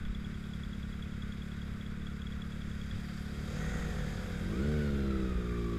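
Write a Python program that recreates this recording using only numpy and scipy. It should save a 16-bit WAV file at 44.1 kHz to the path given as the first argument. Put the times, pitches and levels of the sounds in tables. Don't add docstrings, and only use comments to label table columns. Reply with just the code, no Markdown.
import sys
import numpy as np
from scipy import signal
from scipy.fft import rfft, irfft, next_fast_len
from scipy.io import wavfile
from scipy.ndimage import uniform_filter1d

SR = 44100
rng = np.random.default_rng(int(sys.argv[2]) if len(sys.argv) > 2 else 0)


def store_pcm(level_fs):
    pcm = np.round(np.clip(level_fs, -1, 1) * 32767).astype(np.int16)
    wavfile.write(sys.argv[1], SR, np.atleast_2d(pcm).T)


def undo_db(level):
    steps = np.asarray(level, float) / 20
    return 10 ** steps


N = 254898

# frequency in Hz, density in dB per Hz.
MURMUR = [(220, -20), (270, -6), (330, -5), (400, -3), (500, -5), (620, -12), (800, -17), (1000, -19),
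          (1200, -40)]
RUMBLE_DB = -47
WIND_DB, GUST_DB, GUST_FADE_S, BREEZE_DB = -50.5, 15, 0.12, 3

# frequency in Hz, density in dB per Hz.
CLATTER = [(530, -34), (900, -12), (1020, -9), (1150, -3), (1470, 3), (1710, -3), (1880, -2.5), (2190, -4),
           (2900, -13), (3770, -9), (6380, -120)]
SIZZLE = [(1530, -8), (2600, -3.5), (2880, -16), (3260, 2), (3460, -3), (3750, -3), (4320, -9),
          (4750, -1.5), (5960, -12), (6660, -12), (7540, -9), (8420, -14.5), (9610, -15.5), (11700, -17),
          (15000, -21.5)]
INTAKE = [(5600, -32), (6200, -8), (6700, -5), (7400, -12), (8200, -21), (9500, -28)]
# idle level in dB, gain from the bike ahead in dB,
# steepness of that gain (no unit), gain from own throttle in dB, gain from the far bike in dB.
MACHINERY = [(-55.5, 6, 4.2, 2.3, 0.59), (-63.5, 7.5, 2.8, 1.8, 3), (-77.5, 15.5, 3.2, 3.8, 3.1),
             (-62, 9.8, 1, .2, 1.6)]

# start in seconds, peak level in dB, pitch in Hz, t60 in seconds.
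KNOCKS = [
    (.075, -30, 47, 0.3),
    (.165, -32, 45, 0.12),
    (2.7, -42, 100.4, 0.28),
    (2.92, -34, 95, 0.22),
    (5.293, -32, 52, 0.038),
    (5.35, -29, 54.7, 0.1),
    (5.55, -66, 50, 0.15),
    (5.62, -49, 52.4, 0.26),
]

# time in seconds, gear whine in Hz, effort as heard from 0 to 1.
FAR = [
    (2.55, 691, 0.05),
    (2.95, 705, 0.8),
    (3.1, 716, 0.98),
    (3.5, 760, 0.72),
    (3.7, 760, 0.08),
]
FAR_RATTLE_DB, FAR_FADE_DB = -59, 17
FAR_WHINE_DB, FAR_GEAR_S = -65, 3.03

# start in seconds, peak level in dB.
TICKS = [(.0513, -48), (0.148, -43.5), (.2463, -45), (.3421, -51.5), (0.4385, -49), (0.5349, -44.5),
         (.634, -43.5), (0.7314, -46), (.829, -47.5), (.9268, -49.5), (1.024, -43), (1.1209, -52),
         (1.2213, -44.5), (1.3216, -44.5), (1.4192, -46), (1.5174, -48.5), (1.6165, -46), (1.8108, -46.5),
         (1.862, -48), (2.0178, -52), (2.0677, -43), (2.218, -45), (2.2682, -44), (2.3212, -45.5),
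         (2.419, -43), (2.5202, -47.5), (2.618, -48), (2.7148, -49), (2.814, -44.5), (2.9105, -44)]
TICK_HZ, TICK_SCATTER = 3365, .005
SLACK_S, SLACK_DB, SLACK_SCATTER_DB = .049, -20.5, 6.5

# time in seconds, crank rate in Hz, effort as heard from 0 to 1.
AHEAD = [(0, 20.46, 0), (3, 20.42, 0.1), (3.2, 24.32, 0), (3.35, 33.95, 0.56), (3.53, 47.9, 0.87),
         (3.61, 52.44, 0.95), (3.7, 54.2, 0.98), (3.86, 52.74, 0.98), (4.04, 48.78, 0.92),
         (4.17, 46.57, 0.93), (4.3, 44.4, 0.88), (4.55, 42.8, 0.77), (4.8, 41.85, 0.78), (5.78, 40, 0.57)]
# centre in Hz, width in Hz, level in dB.
AHEAD_THUMP = [(50, 29, -3.5), (95, 19.3, -11.5)]
AHEAD_RASP = [(315, 27, -7), (413, 21, -2.5), (494.7, 23, 6.5), (590, 58, -8), (725, 40, 1),
              (1260, 47, -21.5)]
# idle level in dB, full level in dB, steepness (no unit).
AHEAD_LAYERS = [(-51, -38, 1.6), (-80, -45.5, 0.79), (-82, -55.5, 2.8)]

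# time in seconds, firing rate in Hz, throttle from 0 to 1.
RIDE = [(0, 34.95, 0), (.12, 33.03, 0), (.21, 37.03, 0.14), (.36, 35.11, 0), (.9, 34.98, 0),
        (3.45, 35.96, 0.06), (3.7, 38.66, 0.07), (4.28, 34.53, 0), (4.399, 40, 0.09), (4.5, 52.1, 0.5),
        (4.61, 70.06, 0.82), (4.721, 76.66, 1), (4.88, 70.96, 0.89), (5.25, 63.88, 0.59), (5.36, 61.1, .4),
        (5.46, 59.66, 0.46), (5.66, 57.5, 0.61), (5.78, 56.87, 0.48)]
HUNT_HZ, HUNT_PERIOD_S, HUNT_TOP_S = 0.721, .505, .5
IDLE_HZ, PULL_SPAN_HZ = 37.85, 8.73
CLUTCH_HOME_S, CLUTCH_TAKES_S = 5.4, 0.036
# centre in Hz, width in Hz, level in dB.
BOOM = [(40, 7.7, 0), (70.8, 25, 7.5), (114.6, 47, -1.5)]
PIPE = [(147.9, 28.8, -2), (190.8, 44.3, 3), (217.3, 35.9, 3.5), (248.4, 81.5, -13)]
BARK = [(282, 10.5, 1), (326, 15, 7), (401.5, 40, 5.5)]
SNARL = [(451.7, 30.4, 4), (488, 113, -9), (594, 57, -10), (698, 87, -21.5), (738, 37, -15)]
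# meshes per firing, skirt width in Hz, clean share (no unit), level in dB.
TEETH = [(20.1, 300, 1.1, 0), (19.5, 200, .9, -9), (30, 300, .9, -9), (40, 350, .9, -8),
         (60, 400, .7, -9.5)]
# centre in Hz, width in Hz, level in dB.
HOUSING = [(1350, 1000, 0), (2350, 600, -3), (3800, 600, -1)]
# idle level in dB, gain at full throttle in dB,
# gain on song in dB, gain once the clutch is home in dB.
LAYERS = [(-43.5, 11.5, .8, -0.6), (-45.5, 1.5, 9.5, 2), (-64, 7, 19.5, 4), (-67.5, 15.5, 12, -3.5),
          (-74.5, -1.5, 18.5, -2)]
MESH_FROM_HZ, MESH_QUIET_DB_PER_HZ = 58, 1.5
PATCHY_DB = 2.2


def unit(x):
    return x / np.sqrt(np.mean(x ** 2))


def curves(table):
    s, *columns = np.transpose(table)
    return [np.interp(np.arange(N) / SR, s, c) for c in columns]


def swell(rows, effort):
    effort = np.clip(effort, 0, 1)
    return [idle_db + (full_db - idle_db) * effort ** steep for idle_db, full_db, steep in rows]


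def band(x, hz, width):
    return signal.lfilter(*signal.iirpeak(hz, hz / width, SR), x)


def ring(x, modes):
    return sum((-1) ** k * undo_db(db) * band(x, hz, w) for k, (hz, w, db) in enumerate(modes))


def walk(rate):
    k = int(SR / rate)
    held = np.repeat(rng.standard_normal(N // k + 1), k)
    return 0.85 * uniform_filter1d(uniform_filter1d(held, k), k)[:N]


def coloured(points, flicker_db, drift_db):
    size = next_fast_len(N)
    f = np.fft.rfftfreq(size, 1 / SR) + 1
    hz, db = np.transpose(points)
    shape = undo_db(np.interp(np.log(f), np.log(hz), db, left=-90, right=-90))
    spectrum = rfft(rng.standard_normal(size)) * shape
    place, out = 2 * np.log2(f), 0
    for c in range(int(2 * np.log2(hz[0])), int(2 * np.log2(hz[-1])) + 2):
        strip = irfft(spectrum * np.clip(1 - abs(place - c), 0, 1), size)[:N]
        out = out + strip * undo_db(flicker_db * walk(24.95))
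    return unit(out * undo_db(drift_db * walk(2.64)))


def whine(hz, width, clean):
    turn = 2 * np.pi * np.cumsum(hz) / SR
    return (np.sqrt(2) * clean + walk(width)) * np.cos(turn) + walk(width) * np.sin(turn)


def fire(hz, pattern_db, scatter_db, jitter, start):
    turns = start + np.cumsum(hz) / SR
    k = np.arange(1, int(turns[-1]))
    chance = rng.standard_normal((1000, 2))[:len(k)]
    at = np.interp(k + jitter * chance[:, 0], turns, np.arange(N - 0.))
    i = np.minimum(at.astype(int), N - 2)
    size_db = np.array(pattern_db)[k % len(pattern_db)] + scatter_db * chance[:, 1]
    size = undo_db(size_db) * SR / hz[i]
    pulses = np.zeros(N)
    np.add.at(pulses, i, size * (1 - at + i))
    np.add.at(pulses, i + 1, size * (at - i))
    return pulses, turns % 1


def strikes(rows, rise_s):
    out = np.zeros(N)
    for s, db, hz, t60 in rows:
        i = int(s * SR)
        t = np.arange(min(int(t60 * SR), N - i)) / SR
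        shape = (1 - np.exp(-t / rise_s)) ** 2 * np.exp(-np.log(1000) * t / t60)
        out[i:i + len(t)] += undo_db(db) * shape / shape.max() * np.sin(2 * np.pi * hz * t)
    return out


def machinery_levels():
    ahead, own, far = (np.clip(curves(bike)[1], 0, 1) for bike in (AHEAD, RIDE, FAR))
    far = far * (np.arange(N) / SR > FAR[0][0])
    return [idle_db + ahead_db * ahead ** steep + own_db * own + far_db * far
            for idle_db, ahead_db, steep, own_db, far_db in MACHINERY]


def town_and_wind(murmur_db):
    murmur = undo_db(murmur_db) * coloured(MURMUR, flicker_db=.5, drift_db=.2)
    wind_db = WIND_DB + GUST_DB * np.exp(-np.arange(N) / SR / GUST_FADE_S)
    buffeting = band(band(rng.standard_normal(N), 11, 10), 11, 14)
    wind = undo_db(wind_db + BREEZE_DB * walk(2.5)) * unit(buffeting)
    low = band(band(rng.standard_normal(N), 30, 41), 64, 78)
    rumble = undo_db(RUMBLE_DB + 2.7 * walk(5.03)) * unit(low)
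    return murmur + wind + rumble


def machinery(own_phase, ahead_phase, clatter_db, sizzle_db, intake_db):
    beat = 1 + 0.07 * np.cos(2 * np.pi * own_phase) + 0.064 * np.cos(2 * np.pi * ahead_phase)
    clatter = undo_db(clatter_db) * unit(beat * coloured(CLATTER, flicker_db=1.4, drift_db=.2))
    sizzle = undo_db(sizzle_db) * unit(beat * coloured(SIZZLE, flicker_db=1.2, drift_db=-1.2))
    intake = undo_db(intake_db) * coloured(INTAKE, flicker_db=1.8, drift_db=3.0)
    return clatter + sizzle + intake


def helmet_knocks():
    return strikes(KNOCKS, rise_s=.004)


def far_bike():
    hz, effort = curves(FAR)
    t = np.arange(N) / SR
    rattle_db = FAR_RATTLE_DB - FAR_FADE_DB * (1 - effort)
    whine_db = FAR_WHINE_DB - 20 * (1 - effort) - 20 * np.clip((FAR_GEAR_S - t) / .08, 0, 1)
    gate = 0.24 + np.exp(-(23.0 * t % 1) / 0.15) * undo_db(3.3 * walk(25.6))
    noise = gate * rng.standard_normal(N)
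    low_tin = band(band(noise, 1840, 500), 1777, 700)
    high_tin = band(band(noise, 4770, 350), 4700, 500)
    rattle = unit(low_tin + undo_db(-5.5) * high_tin)
    heard = (t > FAR[0][0]) & (t < FAR[-1][0])
    return heard * (undo_db(whine_db) * whine(hz, width=40, clean=1.7) * .5 + undo_db(rattle_db) * rattle)


def ticks():
    rows = [(s, db, TICK_HZ * (1 + TICK_SCATTER * rng.standard_normal())) for s, db in TICKS]
    rows += [(s + SLACK_S, db + SLACK_DB + SLACK_SCATTER_DB * rng.standard_normal(), hz)
             for s, db, hz in rows]
    main = strikes([(s - .0012, db, hz, .0125) for s, db, hz in rows], rise_s=.02)
    side = strikes([(s, db - 17.0, hz * 1.1, .02) for s, db, hz in rows], rise_s=0.001)
    top = strikes([(s, db - 16.5, hz * 2.05, .01) for s, db, hz in rows], rise_s=0.00055)
    return main + side + top


def bike_ahead():
    hz, effort = curves(AHEAD)
    thump_db, rasp_db, whine_db = swell(AHEAD_LAYERS, effort)
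    lumpy, phase = fire(hz, pattern_db=[0, -1.2], scatter_db=.9, jitter=.004, start=.7)
    even, _ = fire(hz, pattern_db=[0, -.6], scatter_db=.6, jitter=.0012, start=.7)
    thump = unit(ring(band(lumpy, 109, 170), AHEAD_THUMP))
    drone = unit(band(band(even, 144.4, 30), 157, 36))
    rasp = unit(ring(band(band(even, 514, 600), 380, 1500), AHEAD_RASP))
    rasp = rasp - (1 - np.clip(effort, 0, 1) ** 3.8) * band(rasp, 766, 420)
    gears = whine(36.5 * hz, width=220, clean=1.1) + whine(34.5 * hz, width=220, clean=.9)
    gears = gears + undo_db(-5) * whine(28 * hz, width=300, clean=.5)
    exhaust = undo_db(thump_db) * thump + undo_db(rasp_db) * (rasp + undo_db(4.0) * drone)
    return exhaust + undo_db(whine_db - 2) * gears, phase


def own_bike():
    t = np.arange(N) / SR
    hz, throttle = curves(RIDE)
    song = 1 - np.exp(-np.maximum(hz - IDLE_HZ, 0) / PULL_SPAN_HZ)
    hz = hz + (1 - song) * HUNT_HZ * np.cos(2 * np.pi * (t - HUNT_TOP_S) / HUNT_PERIOD_S)
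    home = .5 + .5 * np.tanh((t - CLUTCH_HOME_S) / CLUTCH_TAKES_S)
    *exhaust_db, whine_db = [idle_db + open_db * throttle + song_db * song + home_db * home
                             for idle_db, open_db, song_db, home_db in LAYERS]
    unloaded_db = (1 - home) * song * MESH_QUIET_DB_PER_HZ * np.maximum(MESH_FROM_HZ - hz, 0)
    whine_db = whine_db + PATCHY_DB * walk(14) - unloaded_db

    pulses, phase = fire(hz, pattern_db=[0, -1.1, .2, -.9], scatter_db=.5, jitter=.0025, start=.9)
    pipe = ring(band(pulses, 195, 306), PIPE)
    boom = ring(band(pulses, 89.5, 140), BOOM)
    bark = ring(band(band(pulses, 309, 180), 332, 215), BARK)
    snarl = ring(band(band(pulses, 543, 350), 530, 400), SNARL)
    exhaust = sum(undo_db(db) * unit(x) for x, db in zip((pipe, boom, bark, snarl), exhaust_db))

    gears = sum(undo_db(db) * whine(k * hz, skirt, clean) for k, skirt, clean, db in TEETH)
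    gears = sum(undo_db(db) * band(gears, f, w) for f, w, db in HOUSING)
    load = 1 + .6 * np.cos(2 * np.pi * phase)
    return -exhaust + undo_db(whine_db) * gears * load, phase


def scene():
    *machine_db, murmur_db = machinery_levels()
    own, own_phase = own_bike()
    ahead, ahead_phase = bike_ahead()
    near = own + ahead + ticks()
    lag = int(.021 * SR)
    echo = np.concatenate([np.zeros(lag), near[:-lag]])
    background = town_and_wind(murmur_db) + machinery(own_phase, ahead_phase, *machine_db)
    mix = background + helmet_knocks() + far_bike() + near + undo_db(-18.5) * echo
    return mix[None, :]


def top_cut(x):
    return signal.sosfilt(signal.butter(12, 15190, fs=SR, output="sos"), x)


def record(dry):
    return top_cut(dry)


dry = scene()
out = record(dry)
store_pcm(out)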